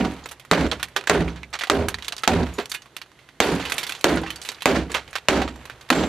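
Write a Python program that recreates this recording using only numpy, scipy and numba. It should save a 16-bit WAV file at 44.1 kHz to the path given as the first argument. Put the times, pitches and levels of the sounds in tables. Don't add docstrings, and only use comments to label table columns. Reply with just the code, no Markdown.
import sys
import numpy as np
from scipy import signal
from scipy.fft import rfft, irfft
from scipy.io import wavfile
from scipy.ndimage import uniform_filter1d
from numba import njit

SR = 44100
rng = np.random.default_rng(int(sys.argv[2]) if len(sys.argv) > 2 else 0)


def dump(signal):
    limited = np.clip(np.atleast_2d(signal).T, -1, 1)
    pcm = np.round(limited * 32767).astype(np.int16)
    wavfile.write(sys.argv[1], SR, pcm)


def makeup_ratio(level_db):
    decades = np.asarray(level_db, float) / 20
    return 10 ** decades


N = 268127
FREQ = np.maximum(np.fft.rfftfreq(N, 1 / SR), 1)


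def read(table, hz):
    f, v = np.transpose(table)
    return np.interp(np.log(hz), np.log(f), v)


# hz, share
APART = [(60, .02), (500, .07), (1000, .17), (2000, .26), (4000, .42), (8000, .74), (16000, .72)]


def pair_noise():
    mid, side = rfft(rng.standard_normal((2, N)))
    share = read(APART, FREQ)
    return np.sqrt(1 - share ** 2) * mid + share * side * np.array([[1], [-1]])


def coloured(table):
    x = irfft(pair_noise() * makeup_ratio(read(table, FREQ)), N)
    return x / x.std()


def wander(hold, smooth):
    steps = np.repeat(rng.standard_normal(N // hold + 1), hold)[:N]
    return uniform_filter1d(steps, size=smooth)


def band(x, order, low_hz, high_hz):
    return signal.lfilter(*signal.butter(order, [low_hz, high_hz], "band", fs=SR), x)


def steep(x, order, hz, kind="low"):
    return signal.sosfilt(signal.butter(order, hz, kind, fs=SR, output="sos"), x)


def fading(times_s, sizes, hz, t60_s):
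    pole = np.exp((2j * np.pi * hz - np.log(1000) / max(t60_s, 0.005)) / SR)
    at = np.round(times_s * SR).astype(int)
    kicks = np.zeros(N, complex)
    np.add.at(kicks, np.maximum(at, 0), sizes * pole ** np.maximum(-at, 0))
    return signal.lfilter([1], [1, -pole], kicks)


def swelling(times_s, sizes, hz, t60_s, swell_s):
    rise = fading(times_s, sizes, hz, min(swell_s, t60_s / 2))
    return fading(times_s, sizes, hz, t60_s) - rise


def shaken(s, sizes_db, t60s_s):
    delay_s, rise_s = 0.0042, 0.36
    t, out = np.arange(N) / SR, np.zeros(N)
    for at, until, db, t60_s in zip(s, np.append(s[1:], N), sizes_db, t60s_s):
        age = np.maximum(t - at - delay_s, 0)
        out += makeup_ratio(db - 60 * age / t60_s) * np.minimum(age / rise_s, 1) * (t < until)
    return out


# hz, db_per_hz
AIR = [(15, -49), (25, -6), (114, 3), (378, 7), (483, 3.5), (1430, 0), (2040, 1), (2210, -4), (3150, -2),
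       (12900, -17.5), (16500, -70)]
# hz, db_per_hz
WIND = [(25, -24), (65, -6.5), (100, -17), (130, 1), (170, -22), (300, -54.5)]


def outdoors():
    return makeup_ratio(-53) * coloured(AIR) + makeup_ratio(-58.5) * coloured(WIND)


# hz, db_per_hz
CRUMBS = [(290, -11.5), (500, -4.5), (570, -10.5), (742, -5.5), (2730, -10.5), (2980, -11.5),
          (13400, -32.5), (16500, -28)]
# hz, db_per_hz
CREAK = [(60, 15), (130, 20), (200, -4), (350, 11), (700, 7.5), (1400, -60)]


def trickle(s, crumb_db, crumb_t60_s, creak_db):
    still_db, creak_t60_s = -67.5, 1.48
    when, luck = rng.random((2400, 2)).T
    grains = fading(when * N / SR, makeup_ratio(-2.6 * np.log(1 - luck)), 0, 0.012).real
    x = coloured(CRUMBS) * (grains + 2.6)
    crumbs = shaken(s, crumb_db, crumb_t60_s) + makeup_ratio(still_db)
    creak = shaken(s, creak_db + 2, np.full(len(s), creak_t60_s))
    return x / x.std() * crumbs + coloured(CREAK) * creak


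# start_s, peak_db, centre_hz
TICKS = [(0.009, -7, 2090), (0.115, -39, 8000), (0.137, -42, 8000), (0.228, -33, 1000), (0.239, -30, 4200),
         (0.258, -29, 8000), (0.427, -45, 1000), (0.619, -24, 4200), (0.682, -39, 8000), (0.723, -17, 984),
         (1.502, -48, 9000), (1.039, -38, 2080), (1.071, -16, 6100), (1.278, -19, 2100), (1.374, -32, 2100),
         (1.536, -15.5, 4230), (1.813, -32, 4200), (1.867, -48, 8000), (1.884, -15.5, 8000),
         (1.942, -15, 4150), (1.983, -45, 8000), (2.055, -42, 8000), (2.13, -21, 990), (2.192, -35, 8000),
         (2.221, -40, 8000), (2.55, -32, 1000), (2.582, -24, 4170), (2.657, -30, 1000), (3.5, -17, 4200),
         (3.519, -26, 8040), (3.55, -27, 8000), (3.612, -25, 3500), (3.698, -19, 4200), (3.74, -22, 8000),
         (3.765, -30, 8000), (3.949, -28, 1000), (3.991, -37, 8000), (4.01, -31, 8000), (4.082, -11, 4200),
         (4.117, -26, 4200), (4.157, -21, 8040), (4.215, -36, 8000), (4.233, -20, 1000), (4.262, -20, 2090),
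         (4.359, -36, 1000), (4.434, -31, 7900), (4.474, -35, 8000), (4.488, -29, 1010), (4.545, -28, 4200),
         (4.583, -33, 2100), (4.62, -27, 1000), (1.359, -39, 6500), (4.783, -30, 8000), (4.865, -45, 4200),
         (4.881, -36, 2100), (4.916, -24, 2100), (5.108, -37, 8000), (5.812, -32, 4200), (5.992, -21, 2100),
         (6.054, -18, 1000)]


def ticks(press):
    t60_s, rise_s, spread = 0.043, 0.0014, 1.28
    out, t = np.zeros((2, N + SR)), np.arange(SR // 10) / SR
    shape = np.exp(-np.log(1000) * t / t60_s) * np.minimum(t / rise_s, 1)
    for s, db, hz in TICKS:
        chance = rng.standard_normal((3, len(t)))
        noise = chance[0] + min(hz / 8000, 1) * chance[1:]
        burst = band(noise, 2, hz / spread, min(hz * spread, 15000))
        tones_hz = hz * np.exp(0.23 * chance[0, :3, None])
        rings = np.sin(2 * np.pi * tones_hz * t).sum(axis=0)
        start = int(s * SR)
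        out[:, start:start + len(t)] += makeup_ratio(db - 6) * (burst / burst.std() + 0.46 * rings) * shape
    return out[:, :N] * press


# start_s, peak_db, t60_s
SLAPS = [(0.0493, -10.5, 0.057), (0.5335, 26, 0.061), (0.6645, -10, 0.045), (1.2797, -29, 0.25),
         (1.3588, -32, 0.22), (2.4312, -16, 0.058), (2.467, -24.5, 0.061), (3.4104, -21, .1),
         (3.599, -22, 0.33), (4.172, -6.5, 0.08), (4.2335, -26, 0.16), (4.2647, -24.5, 0.23),
         (4.758, -5.5, 0.14), (4.896, -34, 0.47), (5.3737, -8, 0.16), (5.4174, -7.5, 0.075),
         (5.4777, -21, 0.11), (5.926, 18, 0.053)]
# start_s, peak_db, centre_hz, treble_db, rise_ms
SCRAPES = [(0.3121, -21, 1293, -0.5, 5.1), (0.7145, -12, 3185, -50, 2), (0.797, -23, 1473, -14, 3),
           (0.963, -4.5, 1586, -12, 2.7), (1.073, -13, 1364, -16, 1.1), (1.432, -31.5, 2250, -21, 1),
           (1.529, -18.5, 1590, -15, 3.3), (1.5388, -14.5, 1346, -22, 3.2), (1.552, -18.5, 1540, -20, 1.8),
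           (1.5894, -18, 3080, -8, 3), (1.6099, -11, 1860, -25, 3.7), (1.671, -21.5, 1330, -14, 2.2),
           (2.2348, -9, 1530, -13, 2), (2.7406, -13.5, 2430, -1, 6.5), (2.8577, -35, 1170, -12, 3),
           (3.831, -13, 2990, -5, 4.5), (4.9175, -26, 6220, -20, 1.3), (4.943, -13, 2270, -11, 2.7),
           (4.953, -15, 2520, -12, 3.5), (4.966, -20, 2060, -25, 2.8), (5.1546, -10, 1830, -13.5, 2.25)]
# start_s, peak_db, centre_hz, t60_s
SHARDS = [(0.2888, -33, 3620, 0.12), (0.3972, -34, 2390, 0.094), (0.45, -38, 1410, 0.08),
          (0.829, -15, 2385, 0.085), (0.884, -40.5, 2050, 0.15), (1.8845, -18, 1470, 0.12),
          (2.0819, -17.5, 3850, 0.064), (2.1655, -27.5, 4400, 0.046), (2.539, -42, 6600, 0.37),
          (2.6571, -29.5, 4180, 0.055), (2.697, -33, 6800, 0.26), (2.717, -18.5, 3560, 0.078),
          (2.966, -24, 2930, 0.082), (3.698, -26, 1687, 0.47), (3.7207, -15, 2155, 0.091),
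          (3.7813, -15, 3180, 0.16), (3.867, -26.5, 3870, 0.37), (3.894, -21.5, 2500, 0.13),
          (3.922, -22, 3130, 0.081), (4.0107, -29, 3250, 0.082), (4.304, -25, 2810, 0.13),
          (4.359, -28, 5050, 0.073), (4.416, -29, 4550, 0.18), (4.4498, -29, 3100, 0.52),
          (4.5176, -29.5, 2050, 0.12), (4.621, -22, 2880, 0.095), (5.5588, -39, 1530, .049),
          (5.6543, -32, 2070, 0.094), (5.81, -41, 1405, 0.25)]
# start_s, peak_db, centre_hz, t60_s
CHIPS = [(0.2582, -23.5, 1370, 0.066), (0.9434, -59, 1630, 0.032), (1.0107, -29.5, 2700, 0.044),
         (1.0395, -30, 2000, 0.037), (1.6361, -15.5, 1890, 0.088), (1.943, -21, 1540, 0.06),
         (1.9857, -30.5, 2030, 0.11), (2.0238, -28.5, 3570, 0.1), (2.046, -28.5, 4060, 0.16),
         (2.123, -19, 3770, 0.068), (2.1805, -25, 4200, 0.1), (2.82, -38, 3970, 0.11),
         (3.016, -28.5, 2850, 0.089), (3.0613, -47, 1530, .057), (3.117, -45, 1910, .053),
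         (3.289, -38.5, 2340, 0.084), (3.6528, -21.5, 2810, 0.24), (3.95, -28.5, 3950, 0.16),
         (4.4887, -17, 4180, 0.075), (4.6072, -32.5, 2900, 0.14), (5.078, -36, 2720, 0.13),
         (5.13, -30, 2050, 0.18), (5.183, -27, 1470, 0.056), (5.698, -27.5, 1575, 0.11),
         (5.716, -41, 2300, 0.073), (5.889, -32, 2000, 0.085), (.503, -52, 2510, 0.055),
         (5.277, -52, 2480, 0.05), (3.19, -46, 2200, 0.55), (1.206, -16, 2050, 0.095)]
# start_s, peak_db, centre_hz, t60_s, rise_ms
KNOCKS = [(0.959, -23.5, 480, 0.35, 11), (6.4, -26, 660, 0.11, 3.2), (3.15, -56, 400, .4, 9.8),
          (2.586, -12, 450, 0.078, 1.65), (2.598, -17, 690, 0.14, 2.3), (3.086, -54, 250, 0.091, 3),
          (4.947, -8.5, 1100, 0.16, 2.4), (4.9, -25, 380, 0.25, 2.7), (3.896, -31, 350, 0.086, 2.3),
          (4.49, -27.5, 390, 0.12, 3.9), (.72, -15, 600, 0.14, 2.8)]


def pieces():
    return ([(s, db, 1330, t60_s, -22, 1.84) for s, db, t60_s in SLAPS]
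            + [(s, db, hz, 0.079, treble_db, rise_ms) for s, db, hz, treble_db, rise_ms in SCRAPES]
            + [(s, db, hz, t60_s, -5, 1) for s, db, hz, t60_s in SHARDS]
            + [(s, db, hz, t60_s, -14, 1) for s, db, hz, t60_s in CHIPS]
            + [(s, db, hz, t60_s, -20, rise_ms) for s, db, hz, t60_s, rise_ms in KNOCKS])


def piece(t, db, hz, t60_s, treble_db, rise_ms):
    chance = rng.standard_normal((4, len(t)))
    fall = np.log(1000) * t / min(t60_s, 0.4)
    body = band(chance[0] + 0.24 * chance[1:3], 1, hz / 2.94, min(hz * 3.53, 16000))
    body = band(body, 2, hz / 3.77, max(hz * 1.38, 4600))
    tones_hz = hz * np.exp(0.26 * chance[3, :8, None])
    rings = np.sin(2 * np.pi * tones_hz * t).sum(axis=0) * np.exp(-0.25 * fall)
    spit = band(chance[3] + 23 * chance[1:3], 2, 4500, 13000)
    glints_hz = 6800 * np.exp(0.25 * chance[3, 8:12, None])
    glints = np.sin(2 * np.pi * glints_hz * t).sum(axis=0)
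    treble = makeup_ratio(treble_db + 1.5) * (spit / spit.std() + 0.14 * glints) * np.exp(-0.3 * fall)
    sound = (body / body.std() + 0.36 * rings + treble) * np.exp(-fall)
    grit = makeup_ratio(2.2 * np.repeat(chance[0, :len(t) // 64 + 1], 64)[:len(t)])
    touch = 1.9 * np.exp(-t / 0.0022) / rise_ms
    rise = 1 - np.exp(-t * 1000 / rise_ms)
    return makeup_ratio(db - 7) * (rise * grit + touch) * sound


# start_s, pitch_hz, level_db, t60_s
RINGS = [(0.238, 6900, -40, 0.08), (0.272, 14800, -40, .04), (.716, 3300, -17, 0.044),
         (.8, 1450, -34, 0.089), (.965, 396, -29, 0.22), (1.432, 2330, -29, 0.06), (1.433, 2050, -31, .05),
         (2.537, 6900, -39, .15), (2.537, 11300, -48, .12), (2.582, 409, -17, .14), (2.585, 432, -22, .12),
         (2.59, 240, -25, .1), (1.433, 2180, -30, .05), (1.433, 2600, -33, .05), (2.747, 2700, -31, .08),
         (2.747, 2150, -32, .1), (2.598, 7590, -47, .2), (.523, 7600, 4, .012), (3.994, 6200, -40, .04),
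         (2.622, 14800, -42, .04), (2.695, 6800, -40, .1), (2.695, 11300, -48, .1),
         (2.747, 2920, -32, 0.16), (2.747, 2945, -37, .14), (2.745, 1480, -32, .09), (2.6, 1600, -31, .07),
         (2.747, 2470, -26, 0.093), (2.747, 1700, -32, .12), (2.745, 3570, -30, 0.092),
         (2.745, 4480, -35, .1), (3.19, 2080, -57, .9), (3.426, 3650, 8, 0.023), (3.61, 6960, -36, 0.06),
         (1.302, 6000, -40, .05), (1.281, 2300, -27, .04), (4.304, 3050, -24, .07), (4.272, 2700, -30, .09),
         (3.657, 3000, -25, .07), (4.152, 2000, -14, .05), (4.236, 800, -24, .08), (1.886, 6100, -24, .04),
         (4.362, 4600, -32, .07), (3.835, 5440, -27, 0.055), (5.42, 765, -5, 0.035), (5.56, 7590, -56, .3),
         (5.562, 6050, -44, .025), (5.812, 6500, -44, .03), (5.93, 7578, -13, .27), (5.93, 7601, -17, .27),
         (5.93, 6400, -12, .1), (.55, 7590, -24, .3)]


def chips():
    out, t = np.zeros((2, N + SR)), np.arange(SR // 5) / SR
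    for s, *settings in pieces():
        start = int(s * SR)
        out[:, start:start + len(t)] += piece(t, *settings)
    pings = sum(fading(np.array([s]), makeup_ratio(db), hz, t60_s).imag for s, hz, db, t60_s in RINGS)
    out = out[:, :N] + pings
    shaded = band(out, 1, 1300, 6000)
    return out + shaded * (makeup_ratio(np.array([[-2.25], [2.25]])) - 1)


# start_s, pitch_hz, level_db (against the door ring)
DENTS = [(0.0, 243.5, 3), (0.0, 181.5, -1), (0.512, 416, -14), (0.512, 180, 0.5), (0.512, 594, -4.5),
         (0.539, 290, -10), (0.574, 408, -2.5), (0.594, 274, 1), (1.096, 414, 3), (1.137, 247, -8),
         (1.14, 410, 3.5), (1.175, 334, 1), (1.192, 230, -1.5), (1.198, 167, -6), (1.698, 291, -13),
         (1.706, 455, -1), (1.726, 382, -2), (2.276, 905, -10), (2.276, 760, 1), (2.276, 520, -4),
         (2.324, 400, -1), (2.338, 234, -8), (2.35, 166, -3), (2.408, 245, -1), (3.402, 385, -5),
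         (3.402, 754, -5), (3.517, 166, -2.5), (4.042, 371, -9), (4.042, 554, -3), (4.068, 490, -13),
         (4.077, 370, -4), (4.109, 291, -1), (4.656, 606, -13), (4.656, 395, -11), (4.656, 262, -1),
         (4.689, 387, -3), (4.721, 278, -7), (4.75, 333, -1), (5.285, 293, -1), (5.285, 384, -7),
         (5.319, 544, -6), (5.366, 311, -5), (5.902, 329, -2), (5.902, 257, 4), (5.902, 450, -13),
         (5.902, 554, -2.5), (5.964, 397, -2)]


def dents(ring):
    swell_s, lag_s, sag = 0.064, 0.002, 0.025
    out, t = np.zeros(N + SR), np.arange(int(swell_s * SR)) / SR
    shape = np.sin(np.pi * np.sqrt(t / swell_s)) ** 2
    cycles = t * (1 + sag * (0.5 - t / swell_s / 2))
    for (s, hz, db), turn in zip(DENTS, 2 * np.pi * rng.random(len(DENTS))):
        start = int((s + lag_s) * SR)
        out[start:start + len(t)] += makeup_ratio(db) * shape * np.sin(2 * np.pi * hz * cycles + turn)
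    return out[:N] * ring


HEAD_HZ = [7570, 7605, 6400, 11300]
# level_db, t60_s
HEAD = [(-23, 0.42), (-39, 0.4), (-47, .15), (-78, .2)]


def axe_head(s, head_db):
    grip_db = 3 * wander(512, 256)
    modes = sum(fading(s, makeup_ratio(db + head_db), hz, t60_s).imag for hz, (db, t60_s) in zip(HEAD_HZ, HEAD))
    return makeup_ratio(grip_db) * modes


# hz, level_db, t60_s
BODY = [(66.25, -15, 0.63), (77.25, -22.5, 0.5), (166.5, -9.5, 0.47), (230, -21.5, 0.6), (266, -11, 0.47),
        (317.4, -7.5, 0.4), (384.4, -8, 0.32), (422, -5.5, 0.3), (547, -36, 0.17), (769, -13, 0.3),
        (942, -18, 0.42)]


def hollow_body(s, ring_db, boom_db):
    out = np.zeros(N)
    for hz, db, t60_s in BODY:
        boomy = hz < 140
        chance = rng.standard_normal((len(s), 3))
        for at, size_db, (spot, turn, dent) in zip(s, ring_db + boom_db * boomy, chance):
            start = max(int(at * SR), 0)
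            t = np.arange(start, min(start + SR * 2 // 3, N)) / SR - at
            rise = (1 - np.exp(-t * hz / 0.68)) * (1 - boomy * np.exp(-t / 0.024))
            fade = np.exp(-np.log(1000) * t / t60_s) * rise
            tone = np.sin(2 * np.pi * hz * (1 + 0.02126 * dent) * t + turn)
            out[start:start + len(t)] += makeup_ratio(db + size_db + 3.64 * spot) * fade * tone
    return out


# hz, db_per_hz
SKIN = [(24, -53), (40, -4.5), (70, -3), (134, -6.5), (271, 3.5), (560, 2), (933, -5.5), (1170, -8.5),
        (1400, -7), (4500, -22.5), (6000, -28.5), (13500, -43), (14900, -47), (16500, -99)]
# hz, t60_s
SKIN_T60 = [(50, 0.42), (130, 0.42), (400, 0.3), (1000, 0.26), (2500, 0.25), (6000, 0.26), (15000, 0.21)]


def door_skin(s, ring_db, boom_db, bright_db):
    noise, crowd = pair_noise() * makeup_ratio(read(SKIN, FREQ)), 0
    slaps = wander(384, 128)
    for hz in 53 * 2 ** np.arange(0, 8.6, 0.5):
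        bell = np.cos(np.pi * np.clip(np.log2(FREQ / hz), -0.5, 0.5)) ** 2
        rattle_db = (1.9 * wander(128, 128) + 2.2 * slaps) * min(hz / 550, 1)
        tilt_db = bright_db * np.log2(max(hz / 600, 1)) / 2 + boom_db * (hz < 140)
        tilt_db = tilt_db + 0.94 * rng.standard_normal(len(s))
        fade = swelling(s, makeup_ratio(ring_db + tilt_db), 0, read(SKIN_T60, hz), 26 / hz).real
        crowd = crowd + irfft(noise * bell, N) * fade * makeup_ratio(rattle_db)
    return makeup_ratio(18.5) * crowd


# start_s, loss_db
TUGS = [
    (0.071, 7),
    (0.677, 13),
    (1.234, 9),
    (1.86, -1),
    (2.445, 12.5),
    (3.62, -0.5),
    (4.191, 10.5),
    (4.802, 10.5),
    (5.431, 7.5),
    (6.052, 7.5),
]


def muffle(s):
    t, db = np.arange(N) / SR, np.zeros(N)
    for (at, loss_db), until in zip(TUGS, np.append(s[1:], N)):
        db -= loss_db * np.clip((t - at + 0.0086) / 0.017, 0, 1) * (t < until)
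    return makeup_ratio(db)


# dent_hz, dent_db, edge_hz, edge_db
PUNCH = [
    (1200, 17, 3700, 16),
    (610, 16, 3800, 25),
    (670, 23, 2700, 20),
    (1150, 21, 3470, 15.5),
    (770, 28, 2400, 28),
    (750, 12, 2740, 23.5),
    (560, 31, 3070, 25.5),
    (610, 27.5, 2520, 21),
    (1530, 16, 2540, 21.5),
    (1420, 20, 2620, 25),
]
# hz, db_per_hz
CRACK = [(180, -13.5), (300, -4.5), (2480, -11.5), (5370, -16), (8300, -19), (9490, -66), (13500, -51),
         (15700, -30), (16500, -59)]


def crack(s, crack_db):
    punch = np.zeros(N)
    for at, (dent_hz, dent_db, edge_hz, edge_db) in zip(s[1:], PUNCH[1:]):
        punch += swelling(np.array([at + 0.001]), makeup_ratio(dent_db), dent_hz, 0.011, 0.005).imag
        punch += swelling(np.array([at]), makeup_ratio(edge_db), edge_hz, 0.008, 0.005).imag
    noise = coloured(CRACK) * swelling(s, makeup_ratio(crack_db + 9.5), 0, 0.075, 0.0052).real
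    spit_db = np.array(PUNCH)[1:, 3] + 2.5
    spit = coloured(CRUMBS) * swelling(s[1:], makeup_ratio(spit_db), 0, 0.008, 0.005).real
    return punch + noise + spit


# start_s, crack_db, ring_db, boom_db, head_db
BLOWS = [
    (-0.099, 0, 4.5, 3.5, -22),
    (0.5124, 1, 10.5, 6.5, -22),
    (1.0963, 3, 6.5, 9, -29),
    (1.698, -1.5, -5, 12, -31),
    (2.2758, 11, 7, 16, -29),
    (3.402, 8, -2.5, 4.5, -26),
    (4.042, 7.5, 7, 5, -24),
    (4.6565, 0, 6.5, 5, -33),
    (5.2846, 7.5, 3.5, 7.5, -11),
    (5.902, -6, 3.5, 5.5, -20),
]
# crumbs_db, crumbs_t60_s, creak_db, ring_brightness_db
LOOSE = [
    (-16.5, 0.7, -38, 5),
    (-22.5, 0.83, -41, 3),
    (-16.5, 0.47, -36.5, 3),
    (-38, 3.3, -55, 3),
    (-20.5, 0.82, -56, 3.5),
    (-16, 1.2, -42, 7),
    (-32, 1.93, -44, 5),
    (-41, 3.4, -35.5, 5),
    (-36, 2.2, -35, 4.5),
    (-2.5, 0.4, -36, 5.5),
]
PLATEAU_DB, SQUEEZE = -13.5, 0.9


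def scene():
    s, crack_db, ring_db, boom_db, head_db = np.transpose(BLOWS)
    crumb_db, crumb_t60_s, creak_db, bright_db = np.transpose(LOOSE)
    s, ring_db, boom_db = s + 0.00064, ring_db + 3, boom_db - 6.5
    door_s = s + 0.00062
    door = hollow_body(door_s, ring_db, boom_db) + door_skin(door_s, ring_db, boom_db, bright_db)
    door = muffle(s) * door
    blows = door + crack(s, crack_db) + axe_head(s, ring_db + head_db)
    faint = trickle(s, crumb_db, crumb_t60_s, creak_db) + outdoors()
    small = steep(chips(), 4, 225, "high")
    ring = 1.25 * uniform_filter1d(np.abs(door[0]), size=1500)
    press = np.maximum(ring / makeup_ratio(PLATEAU_DB), 1) ** SQUEEZE
    blows = blows + dents(ring)
    small = small + ticks(press)
    return blows + steep(small, 8, 15000) + steep(faint, 8, 14000)


@njit
def follower(x, attack, release):
    e, out = 1., np.empty(len(x))
    for i in range(len(x)):
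        e += (x[i] - e) * (attack if x[i] > e else release)
        out[i] = e
    return out


def crossover(x, kind):
    return steep(steep(x, 2, 130, kind), 2, 130, kind)


def low_pass(x):
    return signal.sosfilt(signal.butter(12, 16820, fs=SR, output="sos"), x)


def record(dry):
    attack_s, release_s = 0.0021, 0.015
    level = follower(np.abs(dry).max(axis=0), 1 / (attack_s * SR), 1 / (release_s * SR))
    squeeze = np.minimum(makeup_ratio(PLATEAU_DB) / level, 1) ** SQUEEZE
    gain = 0.67 * squeeze * makeup_ratio(np.array([[-1.5], [1.5]]))
    x = gain * crossover(dry, "low") + crossover(np.tanh(gain * dry), "high")
    dip_hz, dip_width_hz = 5150, 910
    x = x - 0.35 * signal.lfilter(*signal.iirpeak(dip_hz, dip_hz / dip_width_hz, fs=SR), x)
    x = steep(x, 2, 35, "high")
    x = steep(np.clip(x, -0.84, 0.84), 8, 15000)
    return low_pass(x)


dry = scene()
out = record(dry)
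dump(out)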